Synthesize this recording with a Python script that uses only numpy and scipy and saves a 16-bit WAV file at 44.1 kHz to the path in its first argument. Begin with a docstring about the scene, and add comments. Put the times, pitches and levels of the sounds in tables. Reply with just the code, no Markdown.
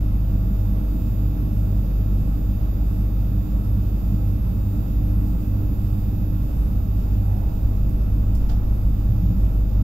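"""Running gear rumbles through the floor and wall panels of an electric commuter train at steady speed.
Heard from a window seat, bumps in the rail make the panels boom, an auxiliary motor and the
mains-fed equipment hum, and an inverter whines high up on the right. The wheels roar dully behind
the glass, a loose fitting ticks now and then, and a thin hiss sits on top."""
import sys
import numpy as np
from scipy import signal
from scipy.fft import rfft, irfft, next_fast_len
from scipy.io import wavfile
from scipy.ndimage import uniform_filter1d, map_coordinates

SR = 44100
rng = np.random.default_rng(int(sys.argv[2]) if len(sys.argv) > 2 else 0)


def wav_record(signal):
    """Record a signal, one row per channel, as 16-bit PCM in the file named by sys.argv[1]."""
    frames = np.transpose(np.atleast_2d(signal))
    bounded = np.clip(frames, -1, 1)
    # unit amplitude maps onto the largest positive 16-bit level
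    quanta = np.round(bounded * 32767).astype(np.int16)
    wavfile.write(sys.argv[1], SR, quanta)


N = 433496

# Tone colour of the body's sway, the floor's boom and the walls' drone: freq_hz, relative_db
BODY_SPECTRUM = [(6, -12), (11, 16), (14, 28.5), (21, 31), (27, 29), (33, 24), (42, 27), (52, 6), (65, -51)]
FLOOR_SPECTRUM = [(38, -44), (48, 18), (54, 15.5), (64, 21), (70, 6.5), (77, 15.5), (86, 12.5), (94, 15.5),
                  (104, 13), (125, -51.5)]
WALL_SPECTRUM = [(80, -18.5), (102, -1.5), (122, -0.5), (135, -3.5), (160, -8.5), (180, -7), (197, -2),
                 (217, -5.5), (236, -11), (272, -13.5), (296, -11), (316, -19.5), (345, -23), (450, -73)]
# Wavering notes of wheelsets and gears, set against the noise around them: pitch_hz, relative_db
WHEEL_NOTES = [(14.57, -2), (31.87, -3.5), (33.77, -5.5)]
AXLE_NOTES = [(54.64, -3.5), (63.5, -9), (65.2, -3.5), (81.4, -13.5)]
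GEAR_NOTES = [(175.2, -13), (178.4, -12)]
# Level rides for the track's unevenness, the floor's boom and the walls' drone: time_s, gain_db
TRACK_RIDE = [(0.0, 3), (1.65, -7), (2.25, 1), (3.3, -4.7), (4.5, -5), (5.85, 2), (7.2, -1.5), (7.65, 7),
              (8.1, 2.5), (8.4, 10), (9.15, 3.5), (9.83, 2)]
FLOOR_RIDE = [(0.0, -2), (1.05, -3), (1.5, -4), (1.95, -0.5), (2.4, -3), (2.7, 0.8), (3.3, -2.5),
              (3.45, 0.5), (6.15, -1.3), (6.3, -7.1), (6.6, 4), (6.9, -0.5), (7.65, 1.9), (7.8, -3.5),
              (8.25, 1.8), (9.15, 0.8), (9.45, 3.5), (9.83, -1.5)]
WALL_RIDE = [(0.0, -1), (0.45, 0.9), (2.85, -0.73), (5.4, 1.56), (7.05, -1), (9.83, -0.5)]

def rumble(body_db=-32, floor_db=-27, wall_db=-30):
    """The track shakes the body, floor and wall panels; wheelsets and gears add low wavering notes."""
    body_gain = amp(body_db + ride(TRACK_RIDE)) * swelling(depth_db=0.3, rate_hz=5.7)
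    sway = body_gain * shaking(BODY_SPECTRUM, WHEEL_NOTES)
    floor_gain = amp(floor_db + ride(FLOOR_RIDE)) * swelling(depth_db=1.3, rate_hz=9)
    boom = floor_gain * shaking(FLOOR_SPECTRUM, AXLE_NOTES)
    wall_gain = amp(wall_db + ride(WALL_RIDE)) * swelling(depth_db=0.93, rate_hz=7)
    drone = wall_gain * shaking(WALL_SPECTRUM, GEAR_NOTES)
    return sway + boom * pan(balance_db=-2) + drone * pan(balance_db=-4.5)


# Panel booms from jolts at the wheels: start_s, pitch_hz, peak_db
BUMPS = [(0.5, 200, -25), (3.76, 190, -26), (4.105, 196, -21), (4.77, 198, -26), (4.86, 196, -26),
         (9.08, 112, -14.5), (9.14, 110, -16.5), (9.215, 178, -20), (9.272, 114, -16.5), (9.295, 185, -19)]

def bumps(rise_s=0.02):
    """Uneven rail jolts the car and a panel booms for a few cycles."""
    out, t = np.zeros(N + SR), np.arange(SR // 2) / SR
    rise = t / rise_s
    swell = rise ** 2 * np.exp(2 * (1 - rise))  # peaks at 1 after rise_s
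    for start_s, pitch_hz, peak_db in BUMPS:
        out[round(start_s * SR):][:len(t)] += amp(peak_db) * swell * np.sin(2 * np.pi * pitch_hz * t)
    return out[:N] * pan(balance_db=-1.5)


# Partials of the motor's drone: harmonic, left_db, right_db
MOTOR_PARTIALS = [(1, -22, -22.5), (2, -37.5, -42), (3, -48, -47), (4, -45.5, -41), (5, -52.5, -45),
                  (11, -73, -67.5), (12, -80, -72), (13, -65.5, -55.5)]
# Level ride of that drone: time_s, gain_db
MOTOR_RIDE = [(0.0, 0.6), (2.55, 1), (4.65, -1), (5.1, 1.5), (5.7, -3.0), (9.83, 2.5)]
MOTOR_HZ = 49.02

def motor():
    """The auxiliary induction motor drones, slipping just behind the mains frequency."""
    return amp(ride(MOTOR_RIDE)) * partials(MOTOR_HZ, MOTOR_PARTIALS, waver_db=0.6, drift_rad=0.037,
                                            rate_hz=2.59)


# Low hum, high buzz and rectifier tone of the mains: harmonic, left_db, right_db
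HUM_PARTIALS = [(2, -27.5, -26.5)]
BUZZ_PARTIALS = [(17, -77, -67), (26, -75, -73), (48, -83, -80), (49, -85, -72.5), (50, -85, -74),
                 (51, -78, -75), (52, -75.5, -68.8), (54, -78, -77), (70, -83, -80), (72, -78, -68.6),
                 (74, -77, -81), (76, -77, -74), (122, -96, -81)]
RECTIFIER_PARTIALS = [(6, -44.5, -39.5)]

def mains_hum(mains_hz=50, throb_hz=2.3, throb_depth=0.27, throb_peak_s=0.336):
    """Mains-fed gear throbs; its buzz swells with the inverter, its rectifier with the walls' drone."""
    throb = 1 + throb_depth * np.cos(2 * np.pi * throb_hz * (np.arange(N) / SR - throb_peak_s))
    hum = partials(mains_hz, HUM_PARTIALS, waver_db=0.74, drift_rad=0.017, rate_hz=3.4)
    buzz = partials(mains_hz, BUZZ_PARTIALS, waver_db=1.2, drift_rad=0.15, rate_hz=3)
    rectifier = partials(mains_hz, RECTIFIER_PARTIALS, waver_db=1.4, drift_rad=0.1, rate_hz=7.3)
    return throb * hum + amp(0.5 * ride(INVERTER_RIDE)) * buzz + amp(1.43 * ride(WALL_RIDE)) * rectifier


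# The inverter's whine and its upper sidebands: harmonic, left_db, right_db
WHINE_PARTIALS = [(12, -82, -68.5), (17, -93, -74), (18, -71.5, -65), (24, -77, -74), (27, -93, -75.5),
                  (30, -77, -50.8), (33, -110, -79), (39, -87, -70.5)]
SIDEBAND_PARTIALS = [(29, -95, -84), (34, -101, -78), (35, -97, -75), (36, -76, -58.9), (37, -115, -73),
                     (38, -104, -78)]
# Level rides of the two: time_s, whine_gain_db, sideband_gain_db
INVERTER_RIDE = [(0, -1.5, -7), (1, 1.5, -6), (2.2, 0.2, -3), (3, 0.7, -6), (4.6, 0.5, 2), (5.5, 1, 1),
                 (6.35, 0.1, 5), (7.75, -0.5, -2), (8.3, -2.8, 2), (9.3, -0.3, 0), (9.83, -3.5, -5)]

def inverter(base_hz=400.046):
    """The inverter whines in high harmonics that reach the right ear first."""
    whine = partials(base_hz, WHINE_PARTIALS, waver_db=0.45, drift_rad=0.15, rate_hz=20, lag_s=6e-5)
    sidebands = partials(base_hz, SIDEBAND_PARTIALS, waver_db=0.6, drift_rad=0.2, rate_hz=4, lag_s=2e-5)
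    return amp(ride(INVERTER_RIDE)) * whine + amp(ride(INVERTER_RIDE, column=2)) * sidebands


# Muffled wheel roar and ring of the rail: freq_hz, left_db_per_hz, right_db_per_hz
ROAR_SPECTRUM = [(202, -110, -110), (339, -74, -70), (350, -69, -64.5), (385, -76, -67),
                 (554, -79.5, -68.5), (753, -85, -75), (804, -85.5, -73), (980, -86, -81),
                 (1130, -88.5, -76.5), (1170, -90, -82), (1292, -89, -78), (1613, -95, -88),
                 (2260, -96.5, -91.5), (4800, -140, -140)]
RAIL_SPECTRUM = [(350, -140, -140), (686, -85, -82), (787, -95, -76.5), (945, -97, -85), (1700, -140, -140)]

def rolling(rough_centre_s=7.34, rough_half_s=0.24, rough_lift_db=10.5):
    """Wheels roar behind the glass; the rail rings louder on uneven track and a corrugated stretch."""
    corrugation = np.exp(-((np.arange(N) / SR - rough_centre_s) / rough_half_s) ** 2)
    roar = swelling(depth_db=0.41, rate_hz=13) * rush(ROAR_SPECTRUM)
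    rail = amp(0.4 * ride(TRACK_RIDE) + rough_lift_db * corrugation) * rush(RAIL_SPECTRUM)
    return roar + rail


# Hits of the loose fitting: start_s, snap_db, ring_db, clack_db, balance_db, t60_s, attack_s
TICKS = [(3.635, -57, -61, -73, -11, .22, .012), (6.422, -62, -69, -80, -10, .12, .001),
         (6.624, -60, -67, -78, -15, .15, .005), (7.354, -61, -69, -82, -14, .05, .001),
         (7.862, -60, -66, -80, -14, .05, .002), (7.886, -56, -65, -80, -14, .03, .002),
         (7.894, -50, -60, -78, -12, .03, .002), (7.906, -55, -66, -80, -14, .05, .002),
         (8.35, -52, -54.5, -57, -7, 0.17, .0005), (8.491, -59, -56, -43.5, -9.5, 0.31, 0.0017),
         (8.894, -63, -71, -85, -14, .06, .001)]
# Tone colour of a tick's bright snap, metallic ring and low clack: freq_hz, relative_db
SNAP_SPECTRUM = [(4000, -30), (8000, -10), (11000, -9), (13000, -1), (16000, -8)]
RING_SPECTRUM = [(3500, -35), (4600, -1), (5400, 1), (5900, -7), (6800, 1), (7400, -8), (8100, -6),
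                 (9500, -9), (14000, -29)]
CLACK_SPECTRUM = [(300, -20), (600, 4), (780, 18), (1050, 1), (1400, 7), (2000, -1), (2400, -3), (2900, -1),
                  (3800, -1), (4400, -3), (5100, -2), (6700, -9), (9000, -22), (16000, -36)]
# Modes of the panel behind the fitting, set against the clack: pitch_hz, relative_db, t60_s
CLACK_MODES = [(720, -4, .5), (850, -5, .45), (1362, -14, .42)]

def loose_fitting(ping_hz=5360):
    """Each contact snaps; harder ones also ring the metal and clack the panel behind it."""
    out, t = np.zeros((2, N + SR)), np.arange(SR // 2) / SR
    burst = lambda spectrum: coloured(rng.standard_normal((2, len(t))), spectrum)
    ping = 0.5 * np.sin(2 * np.pi * ping_hz * t)
    panel = sum(amp(db - 60 * t / t60) * np.sin(2 * np.pi * hz * t) for hz, db, t60 in CLACK_MODES)
    for start_s, snap_db, ring_db, clack_db, balance_db, t60_s, attack_s in TICKS:
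        snap = amp(snap_db) * burst(SNAP_SPECTRUM)
        ring = amp(ring_db) * (burst(RING_SPECTRUM) + ping)
        clack = amp(clack_db) * burst(CLACK_SPECTRUM)
        attack = 1 - np.exp(-t / attack_s)
        decay = amp(-60 * t / t60_s) + 0.5 * amp(-60 * t / 0.022)  # cabin tail and direct crack
        tick = attack * (decay * (snap + ring + clack) + amp(clack_db) * panel)
        out[:, round(start_s * SR):][:, :len(t)] += pan(balance_db) * tick
    return out[:, :N]


# Cabin hiss and the inverter's fizz: freq_hz, left_db_per_hz, right_db_per_hz
HISS_SPECTRUM = [(1630, -120, -120), (2690, -93.5, -91), (3230, -97, -95), (4220, -101, -99),
                 (4570, -99.7, -95.5), (5390, -104, -93.8), (5900, -106, -100.5), (6780, -106, -94),
                 (7740, -116, -106), (9000, -135, -122), (15600, -140, -140)]
FIZZ_SPECTRUM = [(6500, -140, -140), (8000, -111, -109), (9300, -104, -103), (11000, -116, -102),
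                 (12100, -122, -96), (13800, -130, -104), (15600, -124, -97.5)]

def hiss(flutter_depth=0.1):
    """A thin hiss pulses twice a motor turn; above it a fizz rises and falls with the inverter's whine."""
    flutter = 1 + flutter_depth * np.sin(2 * np.pi * MOTOR_HZ * np.arange(N) / SR)
    fizz = amp(0.6 * ride(INVERTER_RIDE)) * rush(FIZZ_SPECTRUM)
    return swelling(depth_db=0.63, rate_hz=14) * (flutter * rush(HISS_SPECTRUM) + fizz)


# Stereo image of the cabin, mono in the bass and wide above: freq_hz, left_right_correlation
CABIN_IMAGE = [(60, 1), (160, 0.99), (280, 0.9), (450, 0.54), (740, -0.2), (1200, -0.058), (1800, -0.18),
               (5000, 0.031)]

def cabin_noise():
    """White stereo noise of 0 dB per Hz: long waves reach both ears alike, short ones do not."""
    def mid_side_gains(hz):
        angle = np.arccos(np.clip(along(CABIN_IMAGE, hz), -1, 1)) / 2
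        return np.array([np.cos(angle), np.sin(angle)])
    mid, side = filtered(rng.standard_normal((2, N)), mid_side_gains)
    return np.array([mid + side, mid - side]) * np.sqrt(SR / 2)


def shaking(spectrum, notes):
    """Coloured vibration noise with a few notes in it, levelled to a short-term rms of 1."""
    x = coloured(cabin_noise(), spectrum)
    x += sum(amp(db) * tone(hz, waver_db=2, drift_rad=0.36, rate_hz=1.483) for hz, db in notes)
    power = uniform_filter1d(np.mean(x ** 2, axis=0), size=SR // 6)
    power = uniform_filter1d(power, size=SR // 9)
    return x / np.sqrt(np.abs(power) + 1e-12)


def rush(spectrum):
    """Cabin noise with its own spectrum at each ear."""
    return filtered(cabin_noise(), lambda hz: amp([along(spectrum, hz), along(spectrum, hz, column=2)]))


def partials(base_hz, table, **settings):
    """Harmonics of one pitch, each with its own place in the cabin's standing waves."""
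    return sum(amp([[left], [right]]) * tone(round(k) * base_hz, **settings) for k, left, right in table)


def tone(hz, waver_db, drift_rad, rate_hz, lag_s=0):
    """A stereo sine near rms 1 whose level and phase wander; the left ear gets it lag_s late."""
    t = np.arange(N) / SR - np.array([[lag_s], [0]])
    phase = 2 * np.pi * (hz * t + rng.random()) + drift_rad * wobble(rate_hz)
    return np.sqrt(2) * swelling(waver_db, rate_hz) * np.sin(phase)


def swelling(depth_db, rate_hz):
    """A gain that wanders by chance."""
    return amp(depth_db * wobble(rate_hz))


def wobble(rate_hz):
    """A smooth random curve, rate_hz knots a second."""
    knots = np.linspace(0, N * rate_hz / SR, N // 256)
    coarse = map_coordinates(rng.standard_normal(int(knots[-1]) + 4), [knots])
    return np.interp(np.arange(N), np.linspace(0, N, len(knots)), coarse)


def coloured(noise, spectrum):
    """Noise shaped by a spectrum and scaled to rms 1."""
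    x = filtered(noise, lambda hz: amp(along(spectrum, hz)))
    return x / np.sqrt(np.mean(x ** 2) + 1e-20)


def filtered(x, response):
    """Zero-phase EQ; response gives the gain at each frequency."""
    size = x.shape[-1]
    padded = next_fast_len(size + SR // 2)
    return irfft(rfft(x, padded) * response(np.fft.rfftfreq(padded, 1 / SR)), padded)[..., :size]


def along(rows, hz, column=1):
    """One column of a frequency table, read on a log axis."""
    table = np.transpose(rows)
    return np.interp(np.log(hz + 1), np.log(table[0] + 1), table[column])


def ride(rows, column=1):
    """A fader move: one column of a time table, drawn out to every sample."""
    table = np.transpose(rows)
    return np.interp(np.arange(N) / SR, table[0], table[column])


def pan(balance_db):
    """Left and right gains; a negative balance leans right."""
    return amp([[balance_db / 2], [-balance_db / 2]])


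def amp(db):
    """Decibels to gain."""
    return 10 ** (np.asarray(db) / 20)


def scene():
    """Everything heard from a window seat."""
    return rumble() + bumps() + motor() + mains_hum() + inverter() + rolling() + loose_fitting() + hiss()


def record(dry):
    """Fades of a few milliseconds at both ends and a hard cut of the top treble."""
    cutoff_hz = 15790
    fade = signal.windows.tukey(N, 0.0015)
    return filtered(dry * fade, lambda hz: hz < cutoff_hz)


dry = scene()
out = record(dry)
wav_record(out)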